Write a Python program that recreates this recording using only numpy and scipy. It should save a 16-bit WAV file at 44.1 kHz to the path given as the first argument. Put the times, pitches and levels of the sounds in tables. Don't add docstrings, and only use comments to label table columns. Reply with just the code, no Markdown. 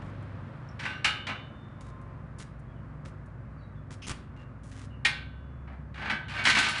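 import sys
import numpy as np
from scipy import signal
from scipy.fft import rfft, irfft, next_fast_len
from scipy.io import wavfile
from scipy.ndimage import map_coordinates

SR = 44100
rng = np.random.default_rng(int(sys.argv[2]) if len(sys.argv) > 2 else 0)


def wav_record(signal):
    frames = np.transpose(np.atleast_2d(signal))
    bounded = np.clip(frames, -1, 1)
    quanta = np.round(bounded * 32767).astype(np.int16)
    wavfile.write(sys.argv[1], SR, quanta)


N = 299880
TOP_HZ = 10480

# t/s, level/dB, tilt/(dB/octave), chatter/s, tube ring/dB, place (0 = far bar, 1 = lever end)
KNOCKS = [(.852, -31, -4, 0.0044, -1.5, .85), (1.044, -18.5, 0, .006, -1, 0),
          (1.268, -31, -2.5, 0.015, -3, 0), (1.286, -31, -7, 0.013, -8, 0.15),
          (4.104, -44.5, -3.5, 0.0042, -13.5, 0.91), (5.049, -20, .5, 0.0043, -2.5, .82),
          (5.675, -46.5, -10.5, 0.023, -19, .8), (6.097, -25.5, -4.5, .009, 0, 0.54),
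          (6.438, -38.5, 8, .006, -8, .6)]
def barrier(ring_trim_db=-3):
    out = np.zeros(N)
    mode_sets = [frame_modes() for _ in range(4)]
    for s, db, tilt, chatter_s, ring_db, place in KNOCKS + rattles() + bounces():
        modes = mode_sets[rng.integers(len(mode_sets))]
        add(out, s, amp(db) * frame_clank(modes, tilt, chatter_s))
        add(out, s, amp(db + ring_db + ring_trim_db) * tube_ring(place, tilt, chatter_s))
    return out


# t/s, length/s, first level/dB, last level/dB, tilt/(dB/octave)
RATTLES = [(.792, .15, -35, -41, -1.5), (5.942, .15, -41.5, -31.5, -4), (6.282, .135, -36, -30.5, -1.5)]
def rattles(count=4, scatter=0.25, dulling=2.2, chatter_s=0.028, ring_db=3.5, place=0.53):
    progress, rows = np.linspace(0, 1, count), []
    for s, length, first_db, last_db, tilt in RATTLES:
        jitter = (progress > 0) * scatter * rng.uniform(-1, 1, count)
        times = s + length * (np.arange(count) + jitter) / count
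        for at, u in zip(times, progress):
            db = first_db + u * (last_db - first_db)
            rows.append((at, db, tilt - dulling * (u > 0), chatter_s, ring_db, place))
    return rows


# t/s, level/dB, tilt/(dB/octave), place, first flight/s, first loss/dB
FALLS = [(6.452, -17, -0.5, 0.6, 0.097, 3), (6.469, -18.5, -2.5, 0.5, 0.1, -0.5),
         (6.482, -23.5, 5.5, 0.5, .103, -1.5), (6.498, -19.5, 1, .5, 0.13, 6)]
def bounces(count=4, flight_ratio=0.96, later_loss_db=7):
    rows = []
    for s, first_db, tilt, place, flight_s, first_loss_db in FALLS:
        for k in range(count):
            at = s + flight_s * np.sum(flight_ratio ** np.arange(k))
            db = first_db - first_loss_db * (k > 0) - later_loss_db * max(k - 1, 0)
            chatter_s, ring_db = 0.008 + 0.003 * k, -8 + 3 * k
            rows.append((at, db, tilt, chatter_s, ring_db, place))
    return rows


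# f/Hz, relative level/dB
FRAME_COLOUR = [(200, -9), (260, -16), (330, -20), (480, -24), (640, -17), (820, -12), (1500, -4.5),
                (2400, 0), (3100, -4.5), (3600, -7), (4500, -11), (6500, -18.5), (9000, -23.5),
                (10500, -30)]
# f/Hz, t60/s
FRAME_DECAY = [(300, 0.18), (1500, 0.16), (3000, 0.13), (6000, 0.12), (10000, 0.11)]
def frame_modes(count=520):
    position = (np.arange(count) + rng.random(count)) / count
    hz = 200 * (TOP_HZ / 200) ** (position ** (2 / 3))
    uneven = np.clip(hz / 2500, 0, 1)
    t60 = along(FRAME_DECAY, hz) * np.exp(0.3 * uneven * rng.standard_normal(count))
    strength_db = along(FRAME_COLOUR, hz) + uneven * rng.uniform(-9, 5, count)
    t = np.arange(SR * 2 // 5, dtype=np.float32) / SR
    phases = rng.uniform(0, 2 * np.pi, count)
    omega, damping, phase = np.float32([2 * np.pi * hz, np.log(1000) / t60, phases])[:, :, None]
    waves = np.sin(omega * t + phase) * np.exp(-damping * t)
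    return hz, amp(strength_db) * np.sqrt(np.gradient(hz)), waves


def frame_clank(modes, tilt, chatter_s, crack_db=-3, crack_t60=0.014, attack_s=0.0011):
    hz, strength, waves = modes
    n = waves.shape[1]
    t = np.arange(n) / SR
    blows = np.pad(chatter(chatter_s), (0, n))[:n]
    colour = strength * amp(tilt * octaves(hz, 2300))
    body = np.float32(colour / np.linalg.norm(colour) * rng.choice([-1, 1], len(hz))) @ waves
    decay_makeup = amp(60 * np.minimum(t, 3 * chatter_s) / along(FRAME_DECAY, 2300))
    top_up = np.sqrt(np.cumsum((blows * decay_makeup) ** 2))
    crack_energy = abs(signal.fftconvolve(blows ** 2, amp(-60 * t / crack_t60) ** 2)[:n])
    hiss = filtered(rng.standard_normal(n),
                    lambda f: amp(along(FRAME_COLOUR, f) + tilt * octaves(f, 2300)))
    cracks = amp(crack_db) * unit(hiss) * np.sqrt(crack_energy)
    return (np.sqrt(2) * body * top_up + cracks) * (1 - np.exp(-t / attack_s))


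def chatter(length, count=16, firm_s=0.015):
    length = length + 1e-4
    when = np.append(0, np.sort(rng.uniform(0, 3, count)))
    rebounds = rng.choice([-1, 1], count) * rng.uniform(0.25, 0.84, count)
    size = np.append(min(firm_s / length, 1.2), rebounds) * np.exp(-0.6 * when)
    return np.bincount((when * length * SR).astype(int), size / np.linalg.norm(size))


# f/Hz, t60/s, level/dB struck at the far bar, level/dB struck at the lever end
TUBE_MODES = [(841, 0.2, -16, -16.5), (933, 0.12, -16.5, -27), (1208, 0.68, -21.5, -23),
              (1280, .4, -16.5, -18), (1517, 0.55, -11, -17.5), (1522, 0.73, -19.5, -7.5),
              (1550, 0.5, -19, -7.5), (1583, 0.53, -15, -17), (1667, 0.45, -12.5, -17),
              (1880, 0.54, -25, -25.5), (1980, 0.24, -23.5, -17), (1990, 0.37, -19.5, -27.5),
              (2267, .55, -21.5, -19), (2420, .2, -12, -20), (2670, .25, -19.5, -24.5),
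              (2794, 0.77, -32, -21.5), (2860, 0.31, -4.5, -22), (2995, 0.8, -15, -35),
              (3060, 0.19, -5.5, -21), (3340, .35, -27.5, -16.5), (3427, 1.1, -39.5, -23),
              (3580, 1.36, -20.5, -51.5), (3727, 0.8, -21.5, -34), (4107, 0.8, -43.5, -28.5),
              (4320, 0.68, -35, -25.5), (6130, .08, -9, -32), (6395, .33, -42.5, -34),
              (6860, .14, -19.5, -36.5), (9060, 0.18, -29.5, -23), (10140, .2, -33, -24)]
def tube_ring(place, tilt, chatter_s, mistune_per_s=0.334):
    t = np.arange(SR) / SR
    hz, t60, bar_db, lever_db = np.transpose(TUBE_MODES)
    mode_db = bar_db + place * (lever_db - bar_db) + tilt * octaves(hz, 2300)
    gains = np.float32(amp(mode_db + rng.standard_normal(len(hz))))
    detune = mistune_per_s * max(chatter_s - 0.012, 0)
    pitch = hz * (1 + detune * rng.standard_normal(len(hz)))
    cycles = np.float32(pitch[:, None] * t + rng.random((len(hz), 1)))
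    decay = np.float32(amp(-60 * t / t60[:, None]))
    attack = 1 - np.exp(-t / (0.0016 + chatter_s / 2))
    return gains @ (decay * np.sin(2 * np.pi * cycles)) * attack


# f/Hz, t60/s, relative level/dB
LEVER_MODES = [(832.3, 0.31, -21), (1860, 0.12, -1), (2107, .15, -9.5), (2420, .085, -1.5),
               (2510, 0.085, -10.5), (2840, .13, -9.5), (3060, 0.063, -2), (3360, .14, -12.5),
               (3840, 0.1, -14), (4300, .15, -17), (4650, .13, -20), (5330, 0.092, -20.5),
               (6850, .14, -24.5), (8760, .16, -26.5), (8930, .14, -25), (9800, .18, -33.5)]
# f/Hz, t60/s, relative level/dB
CATCH_MODES = [(5280, .04, 0), (5450, .05, 5), (5760, .04, 0), (7350, 0.027, -11), (9530, 0.029, -13)]
# t/s, level/dB
TINKS = [(0.688, -58.5), (.712, -64), (.798, -49)]
def catch_and_lever(snap_s=5.0495, snap_db=-16):
    out = np.zeros(N)
    for s, db in TINKS:
        add(out, s, amp(db) * ping(CATCH_MODES, attack_s=0.001))
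    add(out, snap_s, amp(snap_db) * ping(LEVER_MODES, attack_s=0.003))
    return out


def ping(modes, attack_s):
    t = np.arange(SR // 2) / SR
    ring = sum(amp(db + rng.normal(0, 1) - 60 * t / t60) * np.sin(2 * np.pi * (hz * t + rng.random()))
               for hz, t60, db in modes)
    return ring * (1 - np.exp(-t / attack_s))


# t/s, heel level/dB, heel tilt/(dB/octave), sole level/dB, roll/s
STEPS = [(0.017, -48.5, -9, -70, 0.075), (1.806, -50.5, -1, -63, 0.084), (2.385, -45.5, 4.5, -47.5, 0.036),
         (3.050, -43.5, -5.5, -61, 0.032), (3.905, -43.5, -4.5, -50.5, 0.027)]
def footfalls():
    rows = []
    for s, heel_db, tilt, sole_db, roll_s in STEPS:
        heel = (s, 0.006, heel_db, tilt)
        sole = (s + 0.01, roll_s, sole_db, -0.81)
        toe = (s + 0.207, 0.0074, -63.5, 7.1)
        rows += [heel, sole, toe]
    return rows


def heel_thuds(level_db=-51, t60=0.18, attack_s=0.002):
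    weight, t = np.zeros(N), np.arange(SR // 4) / SR
    for s, *_ in STEPS:
        add(weight, s, amp(level_db - 60 * t / t60) * (1 - np.exp(-t / attack_s)))
    return weight * noise([(100, -2), (350, -3), (800, -5), (1600, -23), (4000, -60)])


# t/s, length/s, level/dB, tilt/(dB/octave)
SLIDES = [(4.068, 0.031, -36.5, 0), (4.104, .014, -33.5, -3), (4.364, 0.073, -57, -9.5),
          (4.634, .075, -60.5, 2.5), (4.715, 0.14, -54, -2)]
# f/Hz, relative level/dB
GRIT_COLOUR = [(200, 10.5), (600, -3.5), (1500, 4.5), (2400, 0.5), (4500, -2), (7000, -1.5), (10500, -6.5)]
def grit(grains_per_s=2000, spread_db=5, clumps_per_s=110, attack_s=0.00089, release_s=0.007):
    n = SR // 4
    out, t = np.zeros(N), np.arange(n) / SR
    for s, length, db, tilt in footfalls() + SLIDES:
        clicks = (rng.random(n) < grains_per_s / SR) * rng.choice([-1, 1], n)
        grains = clicks * amp(spread_db * rng.standard_exponential(n).clip(0, 3))
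        crunch = filtered(grains + 0.072 * rng.standard_normal(n),
                          lambda f: amp(along(GRIT_COLOUR, f) + tilt * octaves(f, 4000, floor_hz=1800)))
        clumps = amp(map_coordinates(rng.standard_normal(n), [t * clumps_per_s], order=1))
        envelope = np.minimum(t / attack_s, 1) * np.exp(-np.maximum(t - length, 0) / release_s)
        crunch *= clumps * envelope
        add(out, s, amp(db) * crunch * np.sqrt(length * SR / np.sum(crunch ** 2)))
    return out


# f/Hz, width/Hz, relative level/dB
SQUEAK_BANDS = [(2840, 860, 9.5), (5280, 800, 2), (6300, 750, -5), (9300, 900, -11)]
def squeak(start_s=4.018, length_s=0.041, level_db=-47, attack_s=0.0048, release_s=0.012):
    t = np.arange(N) / SR - start_s
    rasp = filtered(rng.standard_normal(N), lambda f: sum(
        amp(db) / (1 + (2 * (f - hz) / width) ** 2) for hz, width, db in SQUEAK_BANDS))
    envelope = np.clip(t / attack_s, 0, 1) * np.clip((length_s - t) / release_s + 1, 0, 1)
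    return amp(level_db) * unit(rasp) * envelope


# f/Hz, t60/s
YARD_DECAY = [(200, 0.91), (1500, 0.38), (3500, 0.45), (6000, 0.28), (10000, 0.28)]
def yard(x, predelay_s=0.0055, build_s=0.0062, block=24000):
    out = np.zeros(N)
    for i in range(0, N, block // 2):
        hz, t, bands = signal.stft(rng.standard_normal(SR * 3 // 5), SR, nperseg=256)
        tail = signal.istft(bands * amp(-60 * t / along(YARD_DECAY, hz)[:, None]), SR, nperseg=256)[1]
        tail *= np.clip((np.arange(len(tail)) / SR - predelay_s) / build_s, 0, 1)
        piece = x[i:i + block]
        piece = piece * np.sin(np.pi * np.arange(len(piece)) / block)
        add(out, i / SR, signal.fftconvolve(piece, tail / np.linalg.norm(tail)))
    return out


# t/s, starting f/Hz, level/dB
CHIRPS = [(1.70, 3480, -79), (1.82, 3900, -71), (2.669, 3410, -74), (2.74, 3020, -71), (3.57, 4610, -73),
          (3.60, 4000, -70), (3.745, 3600, -72.5), (4.355, 2865, -61.5), (4.895, 2910, -60.5)]
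def birds(note_s=0.062, pitch_fall=0.06, warble_hz=60):
    out, warble = np.zeros(N), warble_hz * wobble(250)
    progress = np.linspace(0, 1, round(note_s * SR))
    for s, start_hz, db in CHIRPS:
        hz = start_hz * (1 - pitch_fall * progress) + warble[round(s * SR):][:len(progress)]
        add(out, s, amp(db) * np.sin(np.pi * progress) * np.sin(phase_of(hz)))
    return out


# multiple of the firing rate, relative level/dB
IDLE_ORDERS = [(4, -0.5), (5, -3), (6, -3), (8.5, -11), (10.5, -12), (14.5, -20)]
def idling_engine(firing_hz=25.03, level_db=-46, blur_rad=0.41):
    firing = phase_of(firing_hz + 0.1469 * wobble(2))
    drone = np.zeros(N)
    for order, db in IDLE_ORDERS:
        gain = amp(db + 2.4 * wobble(5))
        drone += gain * np.sin(order * firing + blur_rad * (wobble(9) + wobble(0.94)))
    return amp(level_db) * unit(drone)


# t/s, f/Hz, level/dB
EXHAUST = [(1.5, 56.1, -72), (1.8, 56.4, -50), (3.4, 59.8, -51.5), (4.4, 58, -54), (4.9, 63.5, -48.5),
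           (5.65, 66.7, -42), (6.3, 65.1, -50)]
def vehicle():
    t = np.arange(N) / SR
    s, hz, db = np.transpose(EXHAUST)
    return amp(np.interp(t, s, db)) * far_tone(np.interp(t, s, hz), drift_hz=1.5, flutter_db=1)


def whine(hz=1039, peak_s=2.07, width_s=0.25, level_db=-57.5):
    swell = np.exp(-((np.arange(N) / SR - peak_s) / width_s) ** 2)
    return amp(level_db) * swell * far_tone(hz, drift_hz=7.3, flutter_db=4)


def far_tone(hz, drift_hz, flutter_db):
    return unit(np.sin(phase_of(hz + drift_hz * wobble(9))) * amp(-flutter_db * wobble(4.6)))


# f/Hz, relative level/dB
ROAD_RUMBLE = [(20, -32), (36, -13.5), (52, -5), (85, 0.5), (150, -1), (190, -6), (245, -6.5), (310, -21.5),
               (450, -28.5), (900, -67)]
ROAD_HUSH = [(150, -20), (280, -3.5), (420, -11), (560, -6), (780, -13), (1150, -9.5), (1650, -14),
             (2500, -26), (3200, -35), (5800, -45), (10500, -51.5)]
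ROAD_HISS = [(500, -25.5), (1800, 7.5), (3200, 2), (5000, -10), (10000, -41)]
def road():
    t = np.arange(N) / SR
    rumble = amp(-48.5 + 6.6 * np.exp(-t / 0.8)) * noise(ROAD_RUMBLE)
    hush = amp(-56.5 + 7.65 * np.exp(-t / 2) + 0.47 * wobble(4.7)) * noise(ROAD_HUSH)
    hiss = amp(-110 + 47.9 * np.exp(-t / 5.5)) * noise(ROAD_HISS)
    return rumble + hush + hiss


def amp(db):
    return 10 ** (np.asarray(db) / 20)


def unit(x):
    return x / np.sqrt(np.mean(x ** 2) + 1e-20)


def along(points, hz):
    f, value = np.transpose(points)
    return np.interp(np.log(hz + 1), np.log(f + 1), value)


def octaves(hz, centre_hz, floor_hz=600):
    return np.log2(np.maximum(hz, floor_hz) / centre_hz)


def phase_of(hz):
    return 2 * np.pi * np.cumsum(hz) / SR


def wobble(rate):
    return map_coordinates(rng.standard_normal(int(N * rate / SR) + 4), [np.arange(N) * rate / SR])


def filtered(x, response):
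    size = next_fast_len(len(x) + 8192)
    return irfft(rfft(x, size) * response(np.fft.rfftfreq(size, 1 / SR)), size)[:len(x)]


def noise(spectrum):
    return unit(filtered(rng.standard_normal(N), lambda hz: amp(along(spectrum, hz))))


def add(track, s, x):
    i = max(round(s * SR), 0)
    track[i:i + len(x)] += x[:max(N - i, 0)]


def scene(steel_send_db=-7, near_send_db=-12, bird_send_db=-2):
    steel = barrier()
    near = grit() + heel_thuds() + squeak() + catch_and_lever()
    calls = birds()
    reverb = yard(amp(steel_send_db) * steel + amp(near_send_db) * near + amp(bird_send_db) * calls)
    bed = idling_engine() + vehicle() + whine() + road()
    return (steel + near + calls + reverb + bed)[None]


def record(dry):
    return np.array([filtered(x, lambda hz: 1 / np.sqrt(1 + (hz / TOP_HZ) ** 160)) for x in dry])


dry = scene()
out = record(dry)
wav_record(out)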